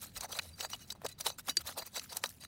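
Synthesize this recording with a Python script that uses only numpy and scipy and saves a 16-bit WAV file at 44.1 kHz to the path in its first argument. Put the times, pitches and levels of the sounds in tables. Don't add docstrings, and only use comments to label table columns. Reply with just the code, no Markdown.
import sys
import numpy as np
from scipy import signal
from scipy.fft import rfft, irfft, next_fast_len
from scipy.io import wavfile
from scipy.ndimage import uniform_filter1d, map_coordinates

SR = 44100
rng = np.random.default_rng(int(sys.argv[2]) if len(sys.argv) > 2 else 0)


def inscribe(sig):
    pcm = np.round(np.clip(np.atleast_2d(sig).T, -1, 1) * 32767)
    wavfile.write(sys.argv[1], SR, pcm.astype(np.int16))


def gain_from_db(level_db):
    decades = np.asarray(level_db, float) / 20
    return 10 ** decades


N = 108927

# frequency in Hz, relative level in dB per Hz.
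AIR_COLOUR = [(20, -15), (45, -4), (120, -0.5), (230, -3), (400, -16), (1000, -25), (4000, -30.5),
              (15000, -49), (16500, -46)]
# time in seconds, rms level in dB.
DRONE_LEVEL = [(.38, -66), (.5, -54.5), (.6, -67), (.72, -71), (1.32, -68.5), (1.5, -88), (1.64, -57),
               (1.8, -81), (2.47, -70)]
# start in seconds, frequency in Hz, envelope peak in dB.
GROUND_THUDS = [(0.152, 48.5, -54.5), (1.052, 170, -59), (1.49, 262, -45.5), (1.571, 342, -46),
                (2.2405, 585, -33.5)]
# start in seconds, length in seconds,
# centre frequency in Hz, mean peak level in dB.
BLADE_SINGS = [(0.532, 0.017, 4670, -56), (0.715, 0.02, 5830, -47), (0.732, 0.013, 2953, -42.5),
               (0.816, 0.025, 2920, -60), (1.089, 0.042, 1960, -63.5), (1.117, 0.014, 4020, -52),
               (2.097, 0.031, 4720, -56)]
# frequency in Hz, relative level in dB,
# t60 in seconds when the contact's ring column is 0 dB.
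BLADE_MODES = [(1950, -19, .04), (2570, -12, .03), (2940, -19, .06), (3880, 1, .016), (4080, 1, .02),
               (4655, -3, .04), (5300, -4, .02), (5840, -7, .035), (6225, -6, .03), (6740, -9, .03),
               (7750, -6, .025), (8830, -7, .03), (10700, -12, .03), (14220, -9, .025)]
# frequency in Hz, relative level in dB per Hz.
GRIT_COLOUR = [(300, -80), (1300, 6.5), (2500, 4), (4000, 5.5), (8000, 5), (15700, 5), (16300, -11)]
# frequency in Hz, relative level in
# dB per Hz.
CLOD_COLOUR = [(150, -19), (300, -6.5), (550, 6.5), (800, 5.5), (1300, 1), (2000, -8), (4000, -34.5)]
# start in seconds, strength in dB,
# dull knock over click in dB, blade ring over click in dB, pitch that the contact favours in Hz.
STONE_HITS = [(0.023, -38.5, -22, -15, 3910), (0.1627, -25, -25, -2, 3930), (.208, -17, -15, -8, 6700),
              (.3885, -12.5, -11, -4.5, 4000), (0.3926, -13, -9, -7, 1260), (0.607, -13.5, -32, -16, 3700),
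              (0.6476, -24.5, 2.5, -3, 1150), (0.7015, -29.5, -9, -10, 12000), (0.7323, -20, -8, -5, 2900),
              (0.9026, -27, -34, 8, 4050), (0.922, -25, -8.5, -3, 7750), (1.017, -35.5, 5, -8, 1000),
              (1.0363, -40.5, 6, -19, 800), (1.0632, -14, -12, -10, 3700), (1.2086, -14.5, -22, -6, 7850),
              (1.2657, -11, -35, -4, 3760), (1.301, -22, -7, -1.5, 3900), (1.4847, -18.5, -8.5, -14, 3640),
              (1.4938, -26, -13, 12.5, 3680), (1.569, -8, -52, 0.5, 4730), (1.9622, -22.5, 1, -8, 4070),
              (1.977, -27.5, -37, 5.5, 4020), (1.9947, -18, -46, -7, 4200), (2.1281, -24.5, -20, -6, 4630),
              (2.1685, -10.5, -50, -8.5, 7900), (2.238, -10.5, -5.5, -7.5, 4020),
              (2.2584, -22.5, -8, 1, 5840), (2.2907, -24.5, -42, -10.5, 6250),
              (2.436, -24.5, -16, -13, 2000), (2.448, -31, 0.5, -6, 5250)]
# full pressure at seconds, rise in seconds,
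# hold in seconds, fall in seconds, grit in dB, crumbling clods over grit in dB, blade ring over grit in dB
TROWEL_STROKES = [(0.024, 0.025, 0.005, 0.081, -46, -12, -2), (0.169, 0.023, 0.0066, 0.013, -43, -9, 4),
                  (0.235, 0.053, 0.016, 0.015, -46, 1, 0.5), (0.292, 0.012, 0.023, 0.077, -57, 4, 6.5),
                  (0.322, 0.0084, 0.0068, 0.022, -41.5, -16, 1),
                  (0.354, 0.022, 0.021, 0.038, -46, -5, -0.5), (0.422, 0.023, 0.0092, 0.16, -54, -10, 1.5),
                  (0.609, 0.031, 0.0021, 0.0075, -42, -9.5, 6.5),
                  (0.629, 0.019, 0.022, 0.022, -47.5, 0.5, 4.5),
                  (0.699, 0.011, 0.046, 0.034, -49.5, -11.5, -2), (0.807, 0.042, 0.018, 0.041, -57, -12, 4),
                  (0.906, 0.043, 0.02, 0.0038, -50, -12.5, -10),
                  (0.951, 0.002, 0.0029, 0.026, -65.5, 9.5, 1), (1.035, 0.04, 0.0092, 0.033, -62.5, 1, -8),
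                  (1.047, 0.0052, 0.0079, 0.016, -46, 8, 5.5),
                  (1.089, 0.0094, 0.0031, 0.039, -53.5, -10.5, 5),
                  (1.115, 0.021, 0.01, 0.0045, -59, -30, 4.5), (1.186, 0.0094, 0.0048, 0.016, -58, -6, 4),
                  (1.206, 0.013, 0.0028, 0.019, -42.5, -10.5, -25),
                  (1.263, 0.017, 0.0063, 0.014, -34, -9, 0), (1.277, 0.046, 0.0066, 0.046, -46.5, 2, 7.5),
                  (1.385, 0.0059, 0.014, 0.014, -45, -11, -6), (1.491, 0.03, 0.011, 0.02, -37, -10.5, -7),
                  (1.608, 0.054, 0.0084, 0.012, -46.5, -15, -16),
                  (1.67, 0.024, 0.011, 0.059, -42, -4.5, 0.5), (1.78, 0.016, 0.0096, 0.024, -41.5, 2.5, 4),
                  (1.823, 0.026, 0.0012, 0.011, -48, 3.5, 6.5),
                  (1.866, 0.027, 0.0085, 0.016, -50.5, -7, 3.5),
                  (1.967, 0.027, 0.0024, 0.029, -38.5, -5, 4.5),
                  (2.034, 0.16, 0.0087, 0.047, -52.5, -16, -13),
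                  (2.093, 0.0097, 0.038, 0.027, -59.5, -8, 7), (2.125, 0.021, .003, 0.018, -46.5, -7.5, -2),
                  (2.158, 0.036, 0.018, 0.035, -51.5, 1.5, 3), (2.244, 0.031, 0.0092, 0.032, -47, -3, 1),
                  (2.269, 0.052, 0.032, 0.13, -56.5, -18, -20), (2.408, 0.008, 0.039, 0.019, -56, -10.5, 5)]

PATCHY_DB = 4
CLICK_OCTAVES = 1.1


def unit(x):
    return x / np.sqrt(np.mean(x ** 2) + 1e-20)


def coloured(x, points):
    size = next_fast_len(len(x) + 8192)
    hz, db = np.transpose(points)
    gain = gain_from_db(np.interp(np.log(np.fft.rfftfreq(size, 1 / SR) + 1), np.log(hz + 1), db))
    cepstrum = irfft(np.log(unit(gain)), size)
    cepstrum[1:size // 2] *= 2
    cepstrum[size // 2 + 1:] = 0
    response = np.exp(rfft(cepstrum))
    return irfft(rfft(x, size) * response, size)[:len(x)]


def wobble(rate):
    knots = rng.standard_normal(N // 40 + 4)
    return map_coordinates(knots, [np.arange(N) * rate / SR])


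def grains(per_s, spread_db):
    hit = rng.random(N) < per_s / SR
    size = np.minimum(rng.exponential(size=N), 3)
    sign = rng.standard_normal(N)
    return unit(hit * gain_from_db(spread_db * size) * sign)


def patchy(x, depth_db, size=256):
    spectrum = signal.stft(x, nperseg=size)[2]
    field = rng.standard_normal(spectrum.shape)
    field = uniform_filter1d(field, size=5, axis=0)
    field = uniform_filter1d(field, size=4, axis=1)
    gain = unit(gain_from_db(depth_db * unit(field)))
    return signal.istft(spectrum * gain, nperseg=size)[1][:N]


def air():
    level = gain_from_db(-62 + 1 * wobble(6.28))
    return level * coloured(rng.standard_normal(N), AIR_COLOUR)


def engine_drone():
    centre_hz, width_hz = 87, 12
    hz = centre_hz + width_hz / 2 * wobble(24.59)
    level = gain_from_db(np.interp(np.arange(N) / SR, *np.transpose(DRONE_LEVEL)))
    return level * np.sqrt(2) * np.sin(2 * np.pi * np.cumsum(hz) / SR)


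def thuds():
    out = 0
    for start, hz, db in GROUND_THUDS:
        cycles = np.maximum(np.arange(N) / SR - start, 0) * hz
        age = cycles / 1.25
        envelope = gain_from_db(db) * np.e * age * np.exp(-age)
        out = out + envelope * np.sin(2 * np.pi * cycles)
    return out


def singing():
    rise_s, fall_s, width_hz, rough_db = 0.0026, 0.0079, 37, 1.9
    t, out = np.arange(N) / SR, 0
    for start, length, hz, db in BLADE_SINGS:
        before = np.maximum((start - t) / rise_s, 0)
        after = np.maximum((t - start - length) / fall_s, 0)
        pitch = hz + width_hz / 2 * wobble(100)
        tone = np.sin(2 * np.pi * np.cumsum(pitch) / SR)
        out = out + gain_from_db(db - 20 * (before + after) + rough_db * wobble(79.4)) * tone
    return out


def add_ring(out, push, start, ring_db, scatter_db, favoured_hz=None):
    favour_db, favour_octaves = 6, .12
    detune = .005
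    freedom = .5
    t = np.arange(SR // 8) / SR
    hz, db, t60 = np.transpose(BLADE_MODES)[:, :, None]
    db = db + scatter_db * rng.standard_normal(hz.shape)
    if favoured_hz:
        octaves = np.log2(hz / favoured_hz)
        lift = np.exp(-(octaves / favour_octaves) ** 2)
        db = db + favour_db * (lift - (octaves / CLICK_OCTAVES) ** 2)
    hz = hz * (1 + detune * rng.standard_normal(hz.shape))
    decay = gain_from_db(db - 60 * t / (t60 * gain_from_db(freedom * ring_db)))
    modes = decay * np.sin(2 * np.pi * (hz * t + rng.random(hz.shape)))
    ring = np.sum(modes, axis=0)
    ring = gain_from_db(ring_db) * ring / np.linalg.norm(ring)
    answer = signal.fftconvolve(push, ring)[:N - start]
    out[start:start + len(answer)] += answer


def stones():
    strength_trim_db, knock_trim_db, ring_trim_db = -12.5, 23.5, 7
    rise_s = 0.00094
    full_fall_s, fall_grows = 0.0061, 0.17
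    t = np.arange(SR // 40) / SR
    click, knock, ring = np.zeros((3, N))
    for start, db, knock_db, ring_db, hz in STONE_HITS:
        a = round(start * SR)
        fall_s = full_fall_s * gain_from_db(fall_grows * db)
        shape = gain_from_db(-20 * t / fall_s) * (1 - np.exp(-t / rise_s))
        crunch = np.sign(rng.standard_normal((2, len(t))))
        contact = gain_from_db(db + strength_trim_db) * shape * crunch
        strength = np.linalg.norm(contact[0])

        band = np.minimum(hz * 2 ** (CLICK_OCTAVES * np.array([-1, 1])), [9000, 20000])
        toned = signal.lfilter(*signal.butter(2, band, "bandpass", fs=SR), contact[0])
        click[a:][:len(t)] += (toned * strength / np.linalg.norm(toned))[:N - a]
        knock[a:][:len(t)] += (contact[1] * gain_from_db(knock_db + knock_trim_db))[:N - a]

        blows = np.zeros(SR // 400)
        blows[[8, rng.integers(30, len(blows))]] = .8
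        push = blows * strength * gain_from_db(ring_trim_db)
        add_ring(ring, push, a, ring_db, scatter_db=2.5, favoured_hz=hz)
    hard_knock = np.gradient(coloured(knock, CLOD_COLOUR))
    return patchy(coloured(click, GRIT_COLOUR), PATCHY_DB) + hard_knock + ring


def grit_grains():
    return grains(per_s=14000, spread_db=2.6) * unit(gain_from_db(1.5 * wobble(220)))


def strokes():
    ring_trim_db = -2.5
    t = np.arange(N) / SR
    grit_power, clod_power, ring = np.zeros((3, N))
    rub = grit_grains()
    for start, rise, hold, fall, db, clod_db, ring_db in TROWEL_STROKES:
        before = np.maximum((start - t) / rise, 0)
        after = np.maximum((t - start - hold) / fall, 0)
        pressure = gain_from_db(db - 20 * (before + after))
        grit_power = grit_power + pressure ** 2
        clod_power = clod_power + (pressure * gain_from_db(clod_db)) ** 2
        a, b = max(round((start - .15) * SR), 0), round((start + .25) * SR)
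        push = (pressure * rub)[a:b] * gain_from_db(ring_trim_db)
        add_ring(ring, push, a, ring_db, scatter_db=3)
    hiss = patchy(grit_grains(), 3.8, size=64)
    crumble = grains(per_s=3200, spread_db=2.5)
    grit = coloured(np.sqrt(grit_power) * hiss, GRIT_COLOUR)
    clods = coloured(np.sqrt(clod_power) * crumble, CLOD_COLOUR)
    return patchy(ring, PATCHY_DB) + patchy(grit + clods, PATCHY_DB)


def scene():
    background = air() + engine_drone()
    digging = thuds() + singing() + stones() + strokes()
    return (background + digging)[None]


def low_pass(x):
    return signal.sosfilt(signal.butter(12, 17010, fs=SR, output="sos"), x)


def record(dry):
    return low_pass(dry)


dry = scene()
out = record(dry)
inscribe(out)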